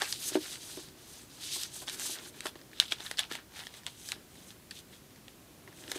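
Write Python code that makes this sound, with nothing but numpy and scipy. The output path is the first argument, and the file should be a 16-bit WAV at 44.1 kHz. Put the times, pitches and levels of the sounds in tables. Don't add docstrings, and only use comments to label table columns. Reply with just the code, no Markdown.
import sys
import numpy as np
from scipy import signal
from scipy.fft import rfft, irfft, next_fast_len
from scipy.io import wavfile

SR = 44100
rng = np.random.default_rng(int(sys.argv[2]) if len(sys.argv) > 2 else 0)


def boost(x):
    u = np.asarray(x, float) / 20
    return 10 ** u


def dump(signal):
    limited = np.clip(np.atleast_2d(signal).T, -1, 1)
    pcm = np.round(limited * 32767).astype(np.int16)
    wavfile.write(sys.argv[1], SR, pcm)


N = 263718


def rms_one(x):
    return x / np.sqrt(np.mean(x ** 2) + 1e-20)


def bandpass(x, order, low_hz, high_hz):
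    return signal.sosfilt(signal.butter(order, [low_hz, high_hz], "band", fs=SR, output="sos"), x)


def resonate(x, hz, width_hz):
    r = np.exp(-np.pi * width_hz / SR)
    feedback = [1, -2 * r * np.cos(2 * np.pi * hz / SR), r * r]
    return signal.lfilter((1 - r * r) / 2 * np.array([1, 0, -1]), feedback, x)


def resonate_twice(x, hz, width_hz, second_width_hz):
    return resonate(resonate(x, hz, width_hz), hz, second_width_hz)


def ring(x, hz, t60):
    r, w = boost(-60 / (t60 * SR)), 2 * np.pi * hz / SR
    return signal.lfilter([0, np.sin(w)], [1, -2 * r * np.cos(w), r * r], x + 1e-18)


def drift(rate_hz):
    r = np.exp(-80 * np.pi * rate_hz / SR)
    white = rng.standard_normal(N // 40 + 2002)
    slow = signal.lfilter([1], [1, -2 * r, r * r], white)[2000:]
    return np.interp(np.arange(N) / 40, np.arange(len(slow)), rms_one(slow))


def floor():
    # frequency in Hz, level in dB per Hz.
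    spectrum = [(18, -46), (30, -20), (141, -4), (199, -13), (227, -8.5), (415, -17), (584, -16.5),
                (740, -22.5), (801, -20), (1760, -23), (3220, -24.5), (3670, -24.5), (16000, -29.5)]
    # frequency in Hz, peak level in dB before a 6 dB trim.
    mains = [(60, -65.5), (120, -82)]
    floor_db = -56.5
    edges = 25 * 2 ** np.arange(0, 9.6, .5)
    white = rng.standard_normal((2, N + 9999))
    hz_points, db_points = np.transpose(spectrum)
    out = 0
    for k, (low, high) in enumerate(zip(edges, edges[1:])):
        band = bandpass(white[k % 2], 2, low, high)[9999:]
        band_db = np.interp(np.log(low * high) / 2, np.log(hz_points), db_points)
        out = out + band * boost(band_db + 0.48 * drift(0.91))
    hum = sum(boost(db - 6.0) * np.sin(2 * np.pi * hz * np.arange(N) / SR) for hz, db in mains)
    return boost(floor_db) * rms_one(out) + hum


def room(x):
    t60_s, cut_hz = 0.078, 6000
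    size = next_fast_len(N + SR)
    turn = np.exp(-2j * np.pi * np.arange(size // 2 + 1) / size)
    dull = np.exp(-2 * np.pi * cut_hz / SR)
    lags = (rng.uniform(0.005, .03, 8) * SR).astype(int)
    response = 0
    for k, lag in enumerate(lags):
        loss = boost(-60 * lag / SR / t60_s)
        loop = loss * (1 - dull) / (1 - dull * turn) * turn ** lag
        response = response + (-1) ** k * loop / (1 - loop)
    return irfft(rfft(x, size) * response, size)[:N]


def table_top(push, ring_share):
    # frequency in Hz, level in dB, free ring time t60 in seconds.
    board = [(228, -16, .03), (308, -3.5, .12), (364, 0, .12), (470, -8, .05), (590, -9, .06),
             (900, -22, .05)]
    out = sum(boost(level_db) * ring(push, hz, t60 * ring_share) for hz, level_db, t60 in board)
    return bandpass(out, 3, 290, 1800)


def knocks():
    # start in seconds, peak in dB, slap in dB relative to the peak,
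    # share of the free ring time left under the hand.
    taps = [(0.017, -30, 5.5, 0.46), (0.318, -34, -21, 0.54), (0.3527, -13, -15, 0.64),
            (0.3685, -20, -19, 0.72), (0.771, -33, -12, 1), (1.558, -42, 1, 0.82), (1.818, -42.5, 1, 1),
            (2.093, -39, -5, 0.26), (2.454, -29, -1, 0.22), (2.555, -37.5, -12, 0.26),
            (2.92, -37.5, 2, 0.45), (3, -42.5, -4, 0.37), (3.312, -31, -10, 0.15), (4.161, -41, -13, 0.48),
            (5.676, -42.5, 1, 0.76), (5.885, -39, -20, 0.42), (5.913, -43, 2, 0.29),
            (5.957, -32.5, -9, 0.9)]
    lag_s, size = 0.00149, 8000
    out = np.zeros(N + size)
    click = signal.lfilter([.12], [1, -.88], np.arange(size) == 0)
    slaps = rng.standard_normal((len(taps), size)) * np.exp(-np.arange(size) / SR / 0.0092)
    for (s, peak_db, slap_db, ring_share), slap in zip(taps, slaps):
        slap = resonate_twice(slap, 520, 1200, 1200)
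        at = round((s + lag_s) * SR)
        out[at:at + size] += boost(peak_db - 4.0) * table_top(click, np.clip(ring_share, .1, 1.2))
        out[at:at + size] += boost(peak_db + slap_db + 1.0) * slap / np.abs(slap).max()
    return out[:N]


def every_snap():
    # start in seconds, peak in dB, facet pitch in Hz,
    # crack in dB relative to the facet tone, sheet flap in dB relative to the tone.
    crisp = [(1.6337, -27, 5800, -12, -40), (1.8966, -29.5, 4140, 6, -36), (1.944, -36, 2860, 0, -25),
             (1.9964, -28.5, 7100, -10, -8), (2.406, -31.5, 3230, 5, -30), (2.7997, -9, 3210, -12.5, -24),
             (2.8102, -36.5, 3500, -20, -37), (3.3528, -28.5, 2800, -28, 3), (3.6686, -32.5, 3240, -22, -5),
             (3.865, -26, 3500, 3, -35), (4.088, -31, 5400, -17, -16), (4.119, -23, 3600, -2, -18)]
    # start in seconds, peak in dB,
    # facet pitch in Hz, crack in dB relative to the tone, sheet flap in dB relative to the tone.
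    crunches = [(0.0181, -20.5, 3370, -9.5, -4), (0.0436, -35, 2470, -14, -12),
                (0.125, -24.5, 4200, -10, -41), (0.3456, -34, 3000, -15, -23),
                (0.3542, -30, 2560, -12.5, -6), (2.4572, -31, 3570, -5, -7), (2.4662, -31, 3020, -4, -3),
                (2.921, -22, 2960, -20, -13.5), (3.112, -28, 3600, -2, 5), (3.185, -28.5, 3770, -38, -13),
                (3.1913, -18.5, 3220, -8, -20.5), (3.3132, -35.5, 3200, -26, -6),
                (3.3212, -31.5, 3020, -6, -1), (4.709, -35.5, 4200, -6, -25),
                (5.916, -25, 3600, -6.5, -3.5)]
    # start in seconds, peak in dB, facet pitch in Hz, sheet flap in relative dB.
    crackles = [(.5474, -47, 3160, -31), (.63, -44, 3100, -13), (.771, -53, 3960, -3),
                (.886, -46.5, 4040, -9), (1.8712, -44, 4500, -31), (1.8806, -32.5, 3800, -37),
                (2.0172, -36, 7500, -14), (2.1864, -39, 3970, -15), (2.5551, -45, 2870, 1),
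                (2.614, -47.5, 4030, -7), (2.7316, -43.5, 2780, 20), (2.9154, -42, 3210, -19),
                (3.0045, -34.5, 3340, -15), (3.0324, -52, 3870, -2), (3.063, -35.5, 3660, -28),
                (3.0669, -34.5, 3100, -12), (3.1725, -36, 3970, -18), (3.2334, -36, 2600, -16),
                (1.8875, -31, 3500, -12), (3.5915, -35, 3600, 0), (3.6361, -42.5, 2880, -7),
                (3.7399, -41.5, 3630, 1), (4.505, -45.5, 3030, -16), (4.7134, -39.5, 2520, -2),
                (5.281, -43, 2780, -6), (5.676, -45.5, 2240, 11), (5.838, -44, 3300, -12),
                (5.8786, -40.5, 2780, -11), (5.9005, -47, 5000, -12)]
    # start in seconds, peak in dB.
    ticks = [(2.5894, -53), (2.7146, -51), (3.834, -48), (4.355, -51), (4.4049, -53), (5.1058, -58),
             (5.1594, -52), (5.727, -52)]
    tick_hz, tick_flap_db, small_crack_db = 4200, -4, -22.5
    crisp_ms, crunch_ms, small_ms = 1.5, 3.6, 1.8
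    small = crackles + [(s, db, tick_hz, tick_flap_db) for s, db in ticks]
    flips = [(*row, crisp_ms) for row in crisp]
    flips += [(*row, crunch_ms) for row in crunches]
    flips += [(s, db, hz, small_crack_db, flap_db, small_ms) for s, db, hz, flap_db in small]
    return flips


def snaps():
    cycles, rattle_db, rattle_s, lag_s = 2.3, -36, .014, .0004
    flips, size = every_snap(), 2400
    out, t = np.zeros(N + size), np.arange(size) / SR
    noise = rng.standard_normal((len(flips), 2, size))
    for (s, peak_db, hz, crack_db, flap_db, burst_ms), (push, shake) in zip(flips, noise):
        age = t * 4000 / burst_ms
        burst = push * age * np.exp(-age)
        burst[0] = 1.3
        tone = resonate_twice(burst, hz, hz / cycles, hz / cycles)
        crack = bandpass(burst, 3, 1500, 8500)
        top = resonate(burst, 7730, 1700) + 0.15 * resonate(burst, 7700, 2480)
        flap = resonate(burst, 1800, 260) + 0.17 * resonate(burst, 570, 700)
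        colours = [(tone, 0), (crack, crack_db + 7.5), (top, crack_db + 2), (flap, flap_db + 6.5)]
        snap = sum(boost(db) * part / np.abs(part).max() for part, db in colours)
        settling = bandpass(shake ** 3, 1, 1500, 5000) * np.exp(-t / rattle_s)
        at = round((s + lag_s) * SR)
        out[at:at + size] += boost(peak_db + 6.0) * (snap / np.abs(snap).max() + boost(rattle_db) * settling)
    return out[:N]


def motion():
    # middle in seconds, half length in seconds,
    # sliding in dB, scraping edge in dB relative to sliding, flexing sheet in dB relative to sliding.
    turns = [(0.033, 0.035, -44, -0.5, 6.5), (0.106, 0.047, -43.5, 1.5, -7), (0.217, 0.15, -48.5, 0.5, -15),
             (.25, 0.039, -46, 5, -10), (.283, 0.024, -42, 8.5, -9), (0.348, 0.028, -42.5, -6, 1.5),
             (0.428, 0.03, -46.5, 0, -5), (.51, 0.061, -46.5, 2, -5), (0.673, 0.11, -52, 1.5, -8),
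             (0.774, 0.1, -49.5, -3.5, -9), (1.023, 0.057, -61, -1, -3.5), (1.154, 0.098, -57.5, 3.5, -5.5),
             (1.348, 0.054, -58, 0, -4), (1.46, 0.053, -43.5, -1.5, -10), (1.54, 0.032, -36, -2, -20),
             (1.606, 0.067, -43, 0, -12.5), (1.783, 0.067, -49.5, 3.5, -13), (1.891, 0.021, -46.5, 0, 1),
             (1.935, 0.027, -49, 4.5, 2.5), (2.048, 0.06, -42, 2.5, -8), (2.127, 0.036, -42, 2, -8),
             (2.2, 0.054, -57, 2, 4.5), (2.269, .035, -52.5, 1.5, -3.5)]
    # middle in seconds, half length in seconds,
    # sliding in dB, scraping edge in dB relative to sliding, flexing sheet in dB relative to sliding.
    folds = [(2.377, 0.045, -57, -2.5, 1), (2.468, 0.028, -48, 0.5, 1), (2.781, 0.024, -57.5, -8, 0),
             (2.85, 0.082, -50, -8.5, -17), (2.923, 0.014, -40.5, -5, -3.5), (3.016, 0.053, -51, -12, -2),
             (3.066, 0.057, -51, 1, 1.5), (3.196, 0.018, -35.5, -10.5, -8), (3.226, 0.039, -52, -15, 4.5),
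             (3.333, 0.032, -49, -1.5, 8.5), (3.374, 0.042, -69, -5, 15.5), (3.593, 0.061, -53.5, -0.5, 3),
             (3.66, 0.016, -57, 2, -7), (3.762, 0.042, -57, -0.5, 2.5), (3.907, 0.068, -60, -2.5, -20),
             (4.03, 0.059, -56, 0.5, -13), (4.087, .035, -49, 1, -14), (4.418, 0.11, -63, 3, -4.5),
             (4.5, 0.03, -63.5, 9, -2), (4.775, 0.036, -53, -2.5, -22), (4.946, .04, -60, -3, -4),
             (5.962, 0.018, -45.5, -2, 1), (5.811, 0.057, -58.5, 2.5, -1), (5.907, 0.04, -53.5, 2, -5)]
    squareness = 2.5
    slip_db, slip_follows, fade_db_per_s = -48.5, 0.63, 256.5
    slip_mix = boost(np.array([[0], [-7], [-4]]))
    t = np.arange(0, N + 40, 40) / SR
    power = np.zeros((3, len(t)))
    for s, half_s, db, edge_db, flex_db in turns + folds:
        swell = np.exp(-np.abs((t - s) / half_s) ** squareness)
        power += (boost(db + np.array([[0], [edge_db], [flex_db]])) * swell) ** 2
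    for s, db, *_ in every_snap():
        fading_db = slip_db + slip_follows * (db + 25) - fade_db_per_s * np.abs(t - s)
        power += (slip_mix * boost(fading_db) * (t >= s)) ** 2
    return [np.interp(np.arange(N) / SR, t, np.sqrt(row)) for row in power]


def friction(modes, per_s, spread_db, clump_db, flicker_db):
    clumps, out = boost(clump_db * drift(41)), 0
    for hz, width_hz, level_db in modes:
        sizes = boost(spread_db * np.minimum(rng.exponential(1, N), 4)) * rng.standard_normal(N)
        grains = sizes * (rng.random(N) < per_s / SR)
        rung = resonate_twice(grains, hz, width_hz, 2 * width_hz)
        out = out + boost(level_db + flicker_db * drift(12)) * rms_one(rung)
    return rms_one(clumps * out)


def handling():
    # frequency in Hz, width in Hz, level in dB.
    gap_modes = [(3600, 2050, -4), (4800, 1070, -12.5)]
    # frequency in Hz, width in Hz, level in dB.
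    fold_modes = [(3390, 1460, 0.5), (5060, 420, -11.5)]
    # frequency in Hz, width in Hz, level in dB.
    edge_modes = [(6230, 1020, -1), (8160, 2060, 0.5), (9540, 3500, -1), (12600, 3100, -6.5)]
    # frequency in Hz, width in Hz, level in dB.
    sheet_modes = [(794, 380, -2), (1550, 710, 3.5), (2250, 2700, 2)]
    # frequency in Hz, width in Hz, level in dB.
    crease_modes = [(1894, 1700, 6.5), (3500, 1700, -2.5), (6500, 4800, -9.5)]
    # time in seconds, level in dB.
    hand_weight = [(0.0, -61.5), (0.43, -52.5), (0.51, -58.5), (1.27, -62.5), (1.83, -59), (1.98, -53.5),
                   (3.23, -67.5), (3.35, -63.5), (3.81, -68.5), (4.21, -62.5), (5.06, -65.5), (5.71, -59.5),
                   (5.91, -52), (5.98, -55)]
    lift_s = 2.2
    t = np.arange(N) / SR
    slide, scrape, bend = motion()
    flat = friction(gap_modes, per_s=12000, spread_db=1.8, clump_db=1.2, flicker_db=.9)
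    lifted = friction(fold_modes, per_s=4000, spread_db=2.6, clump_db=1.8, flicker_db=.8)
    gap = slide * np.where(t < lift_s, flat, lifted)
    edge = scrape * friction(edge_modes, per_s=12000, spread_db=1.8, clump_db=1.5, flicker_db=1.6)
    flex = bend * friction(sheet_modes, per_s=2500, spread_db=1.0, clump_db=4.5, flicker_db=3.1)
    ticking = friction(crease_modes, per_s=570, spread_db=-0.5, clump_db=7.0, flicker_db=0)
    crinkle = boost(-10.5) * bend * ticking
    murmur = rms_one(table_top(rng.standard_normal(N), 0.29))
    drag = boost(np.interp(t, *np.transpose(hand_weight)) - 2.0) * murmur
    return gap + edge + flex + crinkle + drag


def scene():
    near = handling() + snaps() + knocks()
    return (near + boost(-15.0) * room(near) + floor())[None]


def top_cut(x):
    return signal.sosfilt(signal.butter(12, 15850, fs=SR, output="sos"), x)


def record(dry):
    cut = signal.sosfilt(signal.cheby2(16, 70, 16300, fs=SR, output="sos"), dry)
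    return top_cut(cut)


dry = scene()
out = record(dry)
dump(out)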